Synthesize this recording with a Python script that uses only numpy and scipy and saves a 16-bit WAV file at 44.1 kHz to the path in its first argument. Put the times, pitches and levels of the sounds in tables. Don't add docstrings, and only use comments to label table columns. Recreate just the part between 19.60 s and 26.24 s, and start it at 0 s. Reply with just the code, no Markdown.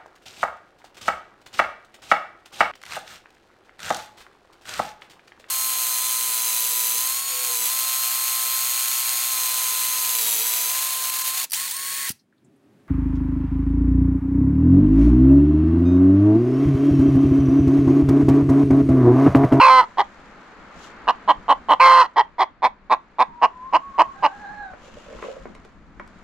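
import sys
import numpy as np
from scipy import signal
from scipy.fft import rfft, irfft
from scipy.io import wavfile
from scipy.ndimage import uniform_filter1d, minimum_filter1d

SR = 44100
rng = np.random.default_rng(int(sys.argv[2]) if len(sys.argv) > 2 else 0)


def master_out(mix):
    frames = np.transpose(np.atleast_2d(mix))
    ceiling = np.clip(frames, -1, 1)
    pcm = np.round(ceiling * 32767).astype(np.int16)
    wavfile.write(sys.argv[1], SR, pcm)


N = 292735
TIME = np.arange(N) / SR


def from_db(db):
    return 10 ** (np.asarray(db) / 20)


def unit_power(x):
    return x / np.sqrt(np.mean(x ** 2) + 1e-20)


def steady(x, size=400):
    power = uniform_filter1d(x ** 2, size)
    return x / np.sqrt(np.abs(power) + np.mean(x ** 2) / 20)


def follow(rows, t):
    times, *columns = np.transpose(rows)
    return [np.interp(t, times, column) for column in columns]


def at_hz(points, hz):
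    frequencies, values = np.transpose(points)
    return np.interp(np.log(np.maximum(hz, 1)), np.log(frequencies), values)


def drift(rate, size=N):
    return np.interp(np.arange(size) * rate / SR, np.arange(size), rng.standard_normal(size))


def add(out, x, start_s):
    i = max(round(start_s * SR), 0)
    out[i:i + len(x)] += x[:N - i]


def keep(x, hz, kind, order=2):
    return signal.sosfilt(signal.butter(order, hz, kind, fs=SR, output="sos"), x + 1e-18)


def resonate(x, hz, width_hz):
    r = np.exp(-np.pi * width_hz / SR)
    feedback = [1, -2 * r * np.cos(2 * np.pi * hz / SR), r * r]
    return signal.lfilter(np.array([1, 0, -1]) * (1 - r * r) / 2, feedback, x + 1e-18)


def colour(x, spectrum, size=4096):
    gains = from_db(at_hz(spectrum, np.arange(size // 2 + 1) * SR / size))
    cepstrum = irfft(np.log(gains))
    cepstrum[1:size // 2] *= 2
    response = irfft(np.exp(rfft(cepstrum[:size // 2], size)))
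    return signal.fftconvolve(x, response)[:len(x)]


def bell(x, hz, width_hz, gain_db, size=128):
    out, state, hz = np.zeros(len(x)), np.zeros(2), np.broadcast_to(hz, x.shape)
    g, a = from_db(gain_db / 2), np.pi * width_hz / SR
    for i in range(0, len(x), size):
        c = -2 * np.cos(2 * np.pi * hz[i] / SR)
        forward, feedback = [1 + a * g, c, 1 - a * g], [1 + a / g, c, 1 - a / g]
        out[i:i + size], state = signal.lfilter(forward, feedback, x[i:i + size], zi=state)
    return out


# frequency in Hz, likeness from 0 to 1.
EAR_LIKENESS = [(40, 0.5), (200, 1), (1500, 0.68), (4000, 0.22), (8000, 0.1)]

def stereo_noise(spectrum):
    hz = np.arange(N // 2 + 1) * SR / N
    alike = np.clip(at_hz(EAR_LIKENESS, hz), 0, 1)
    mid, side = rfft(rng.standard_normal((2, N))) * from_db(at_hz(spectrum, hz))
    return irfft(np.sqrt(1 + alike) * mid + np.sqrt(1 - alike) * side * [[1], [-1]], N)


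# frequency in Hz, relative level in dB.
AIR_TONE = [(20, -4.5), (45, -0.5), (70, -9.5), (125, -14), (200, -5), (300, -4.5), (500, -4), (750, -3),
            (1300, -1), (2200, -8.5), (3200, -20), (4500, -22.5), (6000, -37), (10000, -74.5)]
RUSTLE_TONE = [(2000, -9), (3000, 2.5), (5000, -4), (7000, -1.5), (9000, -19), (12000, -23.5), (16000, -33)]
# time in seconds, level in dB.
RUMBLE_LEVELS = [(0, -52.5), (.7, -58.5), (1.3, -52), (1.9, -50), (2.8, -59), (4.0, -55), (4.4, -55.5),
                 (5.9, -49.5), (6.64, -50.5)]
# time in seconds, level of the wash in dB, level of the hiss in dB.
BACKGROUND_LEVELS = [(.3, -49.5, -63.5), (1.4, -44, -66), (2.1, -50, -67), (3.0, -58.5, -83),
                     (4.8, -48.5, -61), (5.3, -51, -71), (5.65, -47.5, -58), (6.25, -57.5, -74.5),
                     (6.6, -52, -66.5)]
# time of the peak in seconds, length in seconds, level in dB, amount of ring.
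RUSTLE_SWELLS = [(1.232, 0.12, -51, .05), (5.26, 0.093, -60.5, 1.3), (5.432, 0.39, -61.5, 2.6),
                 (5.666, 0.13, -59, 3.8)]

def outdoors(grain_db=2.5, split_hz=210):
    rumble_db, = follow(RUMBLE_LEVELS, TIME)
    wash_db, hiss_db = follow(BACKGROUND_LEVELS, TIME)
    air = stereo_noise(AIR_TONE)
    rumble = unit_power(keep(air, split_hz, "low", order=4)) * from_db(rumble_db + 3.3 * drift(23))
    wash = unit_power(keep(air, split_hz, "high", order=4)) * from_db(wash_db)
    grains = unit_power(stereo_noise(RUSTLE_TONE) * from_db(grain_db * drift(300)))
    ringing = resonate(grains, hz=2650, width_hz=350)
    out = rumble + wash + grains * from_db(hiss_db)
    for peak_s, length_s, level_db, ring in RUSTLE_SWELLS:
        swell = np.exp(-(2 * (TIME - peak_s) / length_s) ** 2)
        out += (grains + ring * ringing) * from_db(level_db) * swell
    return out


# delay in seconds, level in dB.
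NEAR_ECHOES = [(.0031, -21), (.0058, -37.5), (.0093, -23), (0.0192, -35.5), (0.029, -36.5)]

def run_echoes(x, tail_db, tail_s, scatter_db):
    t = np.arange(SR // 2) / SR
    near = x.copy()
    for delay_s, level_db in NEAR_ECHOES:
        add(near, x * from_db(level_db), delay_s)
    ears = []
    for _ in range(2):
        tail = keep(rng.standard_normal(len(t)), 4000, "low", order=1) * from_db(-60 * t / tail_s)
        scatter = keep(rng.standard_normal(len(t)), 3500, "high") * np.exp(-t / 0.0005)
        response = from_db(tail_db) * unit_power(tail) + from_db(scatter_db) * unit_power(scatter)
        ears.append(near + signal.fftconvolve(near, response / np.sqrt(len(t)))[:N])
    return np.array(ears)


# frequency in Hz, width in Hz, relative level in dB.
BOARD_RINGS = [(230, 113, 3), (419, 170, 7.5), (595, 535, 0), (1044, 217, 4), (1400, 440, -2),
               (2130, 370, -3)]
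# start in seconds, then relative levels in dB of the whole, thud and tick.
WOOD_KNOCKS = [(0.594, -40, -10, -6), (5.134, -39.5, 12, -14), (5.534, -35, -15, -5),
               (5.587, -32.5, -7, -8), (5.624, -19, -11, -15), (5.638, -24.5, -7, -7),
               (5.854, -32.5, 3.5, -11), (5.871, -50, 3, -14), (5.95, -34, -35, 5), (6.049, -32, -36, 0),
               (6.397, -20, -9, -18), (6.476, -44, -12, 13)]

def knocks(scuff_s=0.0031, body_db=6, tick_gain_db=-14):
    out, t = np.zeros(N), np.arange(SR // 8) / SR
    for start_s, level_db, thud_db, tick_db in WOOD_KNOCKS:
        scuff = rng.standard_normal(len(t)) * np.exp(-t / scuff_s)
        boards = sum((-1) ** k * resonate(scuff, hz, width_hz) * from_db(db)
                     for k, (hz, width_hz, db) in enumerate(BOARD_RINGS))
        thud = 2 * from_db(thud_db) * keep(boards, 640, "low", order=1)
        tick = keep(scuff, [2000, 6500], "band") * from_db(tick_db + tick_gain_db)
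        add(out, from_db(level_db) * (from_db(body_db) * (boards + thud) + tick), start_s)
    return out


def voice_box(pitch, jitter, shimmer, rasp, beat_hz=0, beat=0, pull=0.081, rasp_hz=1500):
    n = len(pitch)
    membrane = 2 * np.pi * np.cumsum(beat_hz * np.ones(n)) / SR
    wander = jitter * drift(400, size=n) * np.minimum(np.arange(n) / n * 20, 1)
    phase = np.maximum.accumulate(np.cumsum(pitch) / SR + wander + pull * beat * np.sin(membrane))
    cycle = np.floor(np.maximum(phase, 0)).astype(int)
    strength = np.exp(shimmer * rng.standard_normal(n)[cycle]) * (1 + beat * np.cos(membrane))
    pulses = np.zeros(n + 1)
    closings = np.flatnonzero(np.diff(cycle, prepend=-1))
    late = np.clip((phase[closings] % 1) * SR / pitch[closings], 0, 1)
    pulses[closings] += late
    pulses[closings + 1] += 1 - late
    puff = rng.standard_normal(n) * np.exp(-3 * (phase % 1)) * np.sqrt(pitch / SR)
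    return strength * (pulses[:n] + rasp * keep(puff, rasp_hz, "high", order=4))


# start in seconds, length in seconds, level in dB.
MURMUR_CROAKS = [(5.213, 0.071, -53), (5.369, 0.015, -42), (5.461, 0.086, -43), (5.642, 0.027, -36.5),
                 (5.683, 0.0366, -34.5), (5.765, 0.019, -39)]

def murmur(pulses_per_s=44, throat_hz=515, attack_s=0.0027, release_s=0.0016):
    out, t = np.zeros(N), np.arange(SR // 8) / SR
    for start_s, length_s, level_db in MURMUR_CROAKS:
        pulses = voice_box(np.full(len(t), pulses_per_s), jitter=0.168, shimmer=0.33,
                           rasp=1.8, rasp_hz=304)
        pulses *= np.exp(-np.maximum(t - length_s, 0) / release_s)
        throat = resonate(resonate(pulses, throat_hz, width_hz=93), throat_hz, width_hz=120)
        croak = unit_power(throat * (1 - np.exp(-t / attack_s)))
        add(out, croak * np.sqrt(length_s / t[-1]) * from_db(level_db), start_s)
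    return out


# start, length and fade-out in seconds; first, highest and last pitch
# in Hz; share of the length where the pitch crests; level, swell and octave level in dB; hoarseness.
WHINE_NOTES = [(3.681, .88, 0.12, 941, 1112, 1090, .72, -41, 8.5, -38, .014),
               (4.539, .585, .02, 780.5, 828, 743, .72, -48, 6.5, -2, .024)]

def whine(attack_s=0.019, fifth_db=-25, waver=0.65, flutter_db=2, sway_db=4):
    out = np.zeros(N)
    for (start_s, length_s, release_s, first_hz, crest_hz, last_hz, crest,
         level_db, swell_db, octave_db, hoarse) in WHINE_NOTES:
        n = int(length_s * SR)
        progress = np.arange(n) / n
        arch = np.sin(np.pi / 2 * np.interp(progress, [0, crest, 1], [0, 1, 2])) ** 2
        foot_hz = np.where(progress < crest, first_hz, last_hz)
        wobble = 1 + hoarse * (waver * drift(25, size=n) + drift(300, size=n))
        pitch = (foot_hz + (crest_hz - foot_hz) * arch) * wobble
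        phase = 2 * np.pi * np.cumsum(pitch) / SR
        overtones = np.sin(2 * phase) + from_db(fifth_db) * np.sin(5 * phase)
        tone = np.sin(phase) + from_db(octave_db) * overtones
        flicker_db = flutter_db * drift(110, size=n) + sway_db * drift(20.85, size=n)
        loudness = from_db(level_db + swell_db * (progress - 0.5) + flicker_db)
        fade = np.minimum(1, length_s * np.minimum(progress / attack_s, (1 - progress) / release_s))
        add(out, np.sqrt(2) * tone * loudness * fade, start_s)
    return out


# frequency in Hz, width in Hz, boost in dB.
WINDPIPE_BANDS = [(2000, 200, 2), (4110, 220, 5), (4500, 220, -8), (4770, 200, 1), (5030, 240, -13),
                  (5480, 450, 2), (6500, 600, 4), (7080, 200, -4)]

def windpipe(x):
    for hz, width_hz, db in WINDPIPE_BANDS:
        x = bell(x, hz, width_hz, db, size=len(x))
    return x


def beak(x, lower_hz, lower_db, upper_hz, upper_db, width_hz=360):
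    x = bell(x, lower_hz, width_hz, lower_db)
    x = bell(x, upper_hz, width_hz, upper_db)
    return bell(x, (lower_hz + upper_hz) / 2, width_hz, gain_db=-14)


# frequency in Hz, relative level in dB.
SQUAWK_TONE = [(100, -41.5), (300, -21.5), (520, -17.5), (680, -10.5), (900, 11), (1060, 0.5), (1280, -1.5),
               (1600, -21.5), (2200, -25), (3200, -24), (3800, -37), (4150, -28), (4700, -31.5),
               (6600, -42), (10000, -51.5), (16000, -66.5)]
# seconds from the end of the hold, level change in dB,
# share of the pitch, added roughness.
SQUAWK_ENDING = [(-.04, -0.5, 0.98, 0.078), (-.017, 2.5, 0.97, 0.17), (0, -1.5, .94, .22),
                 (.011, -13, .74, .65), (.035, -17.5, .36, .4)]
# start, fade-in and hold in seconds, relative level in dB, base pitch in Hz,
# roughness from 0 to 1, seconds it stays hoarse, the second membrane's rate in Hz and depth from 0 to 1,
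# how far the open beak lifts its lower ring in Hz, the beak's closing time in seconds.
SQUAWK_CALLS = [(0, 0.00022, 0.21, -8, 537.3, .4, .092, 58.5, 0.53, 1020, .1),
                (2.197, .009, 0.23, -8, 542.2, 0.33, 0.34, 169.3, 0.19, 640, 0.068)]

def squawks(sag_hz_per_s=68, throb_hz=108, settled_rough=0.066, locked_depth=0.28, release_s=0.002):
    out, t = np.zeros(N), np.arange(SR // 3) / SR
    for (start_s, attack_s, hold_s, level_db, pitch_hz, hoarse, hoarse_s,
         loose_hz, depth, gape_hz, closing_s) in SQUAWK_CALLS:
        break_db, pitch_share, break_rough = follow(SQUAWK_ENDING, t - hold_s)
        scoop = 1 - 0.16 * np.exp(-t / 0.0077)
        pitch = (pitch_hz - sag_hz_per_s * t) * scoop * pitch_share
        settled = np.clip((t - hoarse_s) / 0.01, 0, 1)
        rough = hoarse + (settled_rough - hoarse) * settled + break_rough
        throb = np.sin(2 * np.pi * np.cumsum(throb_hz * (1 + 0.11 * drift(40, size=len(t)))) / SR)
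        pulses = voice_box(pitch * (1 - 0.013 * throb),
                           jitter=0.08 * rough, shimmer=0.25 * rough, rasp=2.9 * rough,
                           beat_hz=loose_hz + (pitch / 2 - loose_hz) * settled,
                           beat=depth + (locked_depth - depth) * settled)
        throat = bell(colour(pulses, SQUAWK_TONE), 860, width_hz=350, gain_db=-6.5)
        gape = np.exp(-t / closing_s)
        bite = 1.5 * np.exp(-t / 0.049) * resonate(throat, 1860 + 0.49 * gape_hz, width_hz=540)
        voice = beak(throat + bite, lower_hz=1860 + gape_hz * gape, lower_db=9,
                     upper_hz=2700 + 1700 * gape, upper_db=3.5)
        accent_db = 9 * np.exp(-t / 0.09)
        loudness = (1 + 0.046 * throb) * from_db(level_db + accent_db + break_db)
        end_s = hold_s + SQUAWK_ENDING[-1][0]
        fade = (1 - np.exp(-t / attack_s)) * np.exp(-np.maximum(t - end_s, 0) / release_s)
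        add(out, steady(voice) * loudness * fade, start_s)
    return out


# frequency in Hz, relative level in dB.
CLUCK_TONE = [(100, -48.5), (200, -26.5), (330, -17), (560, -11), (800, -2), (1080, -0.5), (1350, -19),
              (2000, -21.5), (3000, -26), (4100, -33), (5700, -40.5), (8000, -50), (12000, -66),
              (16000, -77)]
# frequency in Hz, boost in dB.
UPPER_BEAK_RING = [(3000, 13.5), (3700, 11.5), (4080, -4.5)]
# share of its length, effort in dB, share of its base pitch.
CLUCK_COURSE = [(0, -13.5, .55), (.18, -3.5, .72), (.38, 1.5, 0.96), (.6, 2, 0.97), (.8, 0.5, .92),
                (1, -12.5, .7)]
# start and length in seconds, relative level in dB, base pitch in Hz,
# the throat's ring in Hz, the beak's lower ring in Hz, that ring's boost in dB.
CLUCK_CALLS = [ (.373, .052, -12, 424.8, 966, 1920, 7.5), (1.472, 0.043, -11, 270, 1110, 1600, 8),
               (1.677, 0.047, -8, 316.6, 1034, 1790, 2.5), (1.882, 0.055, -8.5, 299.2, 1034, 1764, -2),
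               (2.086, .063, -8, 305, 1066, 1780, -0.5), (2.56, 0.061, -9.5, 485, 950, 1876, 12),
               (2.783, 0.062, -12.5, 403.7, 927, 2070, 11), (3.021, 0.058, -11.5, 267.1, 951, 2234, 9.5),
               (3.298, .053, -10.5, 264.2, 1037, 2370, 5), (3.585, .053, -10, 265.4, 993, 2340, 5.5),
               (3.816, 0.05, -8.5, 252.3, 1040, 2820, 10), (4.126, 0.052, -10, 339.1, 1013, 2880, 8.5),
               (4.381, 0.048, -7, 340.2, 1030, 2950, 9.5), (4.625, 0.051, -10.5, 312, 960, 2870, 10)]

def clucks(dull_hz=1500, beak_spacing_hz=1290, release_s=0.0018):
    out, t = np.zeros(N), np.arange(SR // 10) / SR
    for start_s, length_s, level_db, pitch_hz, throat_hz, lower_hz, lower_db in CLUCK_CALLS:
        effort_db, pitch_share = follow(CLUCK_COURSE, t / length_s)
        pulses = voice_box(pitch_hz * pitch_share, jitter=0.072, shimmer=0.34, rasp=2.62)
        dull = keep(pulses, dull_hz, "low", order=1)
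        pushed = dull + (pulses - dull) * from_db(effort_db)
        throat = bell(colour(pushed, CLUCK_TONE), throat_hz, width_hz=350, gain_db=7.5)
        edged = bell(throat, 5000, width_hz=620, gain_db=1.5 * (lower_db - 5.5))
        upper_hz = lower_hz + beak_spacing_hz
        voice = beak(edged, lower_hz, lower_db, upper_hz, at_hz(UPPER_BEAK_RING, upper_hz))
        fade = np.exp(-np.maximum(t - length_s, 0) / release_s)
        add(out, steady(voice) * from_db(level_db + effort_db) * fade, start_s)
    return out


def scene(hen_db=-2.5, pan_db=0.8, lag_samples=2):
    cackle = from_db(hen_db) * windpipe(clucks() + squawks())
    left, right = run_echoes(cackle, tail_db=-21.5, tail_s=0.18, scatter_db=-4)
    late_left = np.pad(left, (lag_samples, 0))[:N]
    hen = np.array([late_left * from_db(-pan_db), right * from_db(pan_db)])
    flock = run_echoes(whine() + murmur() + knocks(), tail_db=-7, tail_s=0.25, scatter_db=-17)
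    air = outdoors() * from_db([[0.8], [-0.8]])
    return hen + flock + air


def record(dry, ceiling=0.93, cutoff_hz=15600):
    allowed = np.minimum(1, ceiling / (np.abs(dry).max(axis=0) + 1e-9))
    gain = uniform_filter1d(minimum_filter1d(allowed, size=241), size=241)
    return signal.sosfilt(signal.cheby2(12, 70, cutoff_hz, fs=SR, output="sos"), dry * gain)


dry = scene()
out = record(dry)
master_out(out)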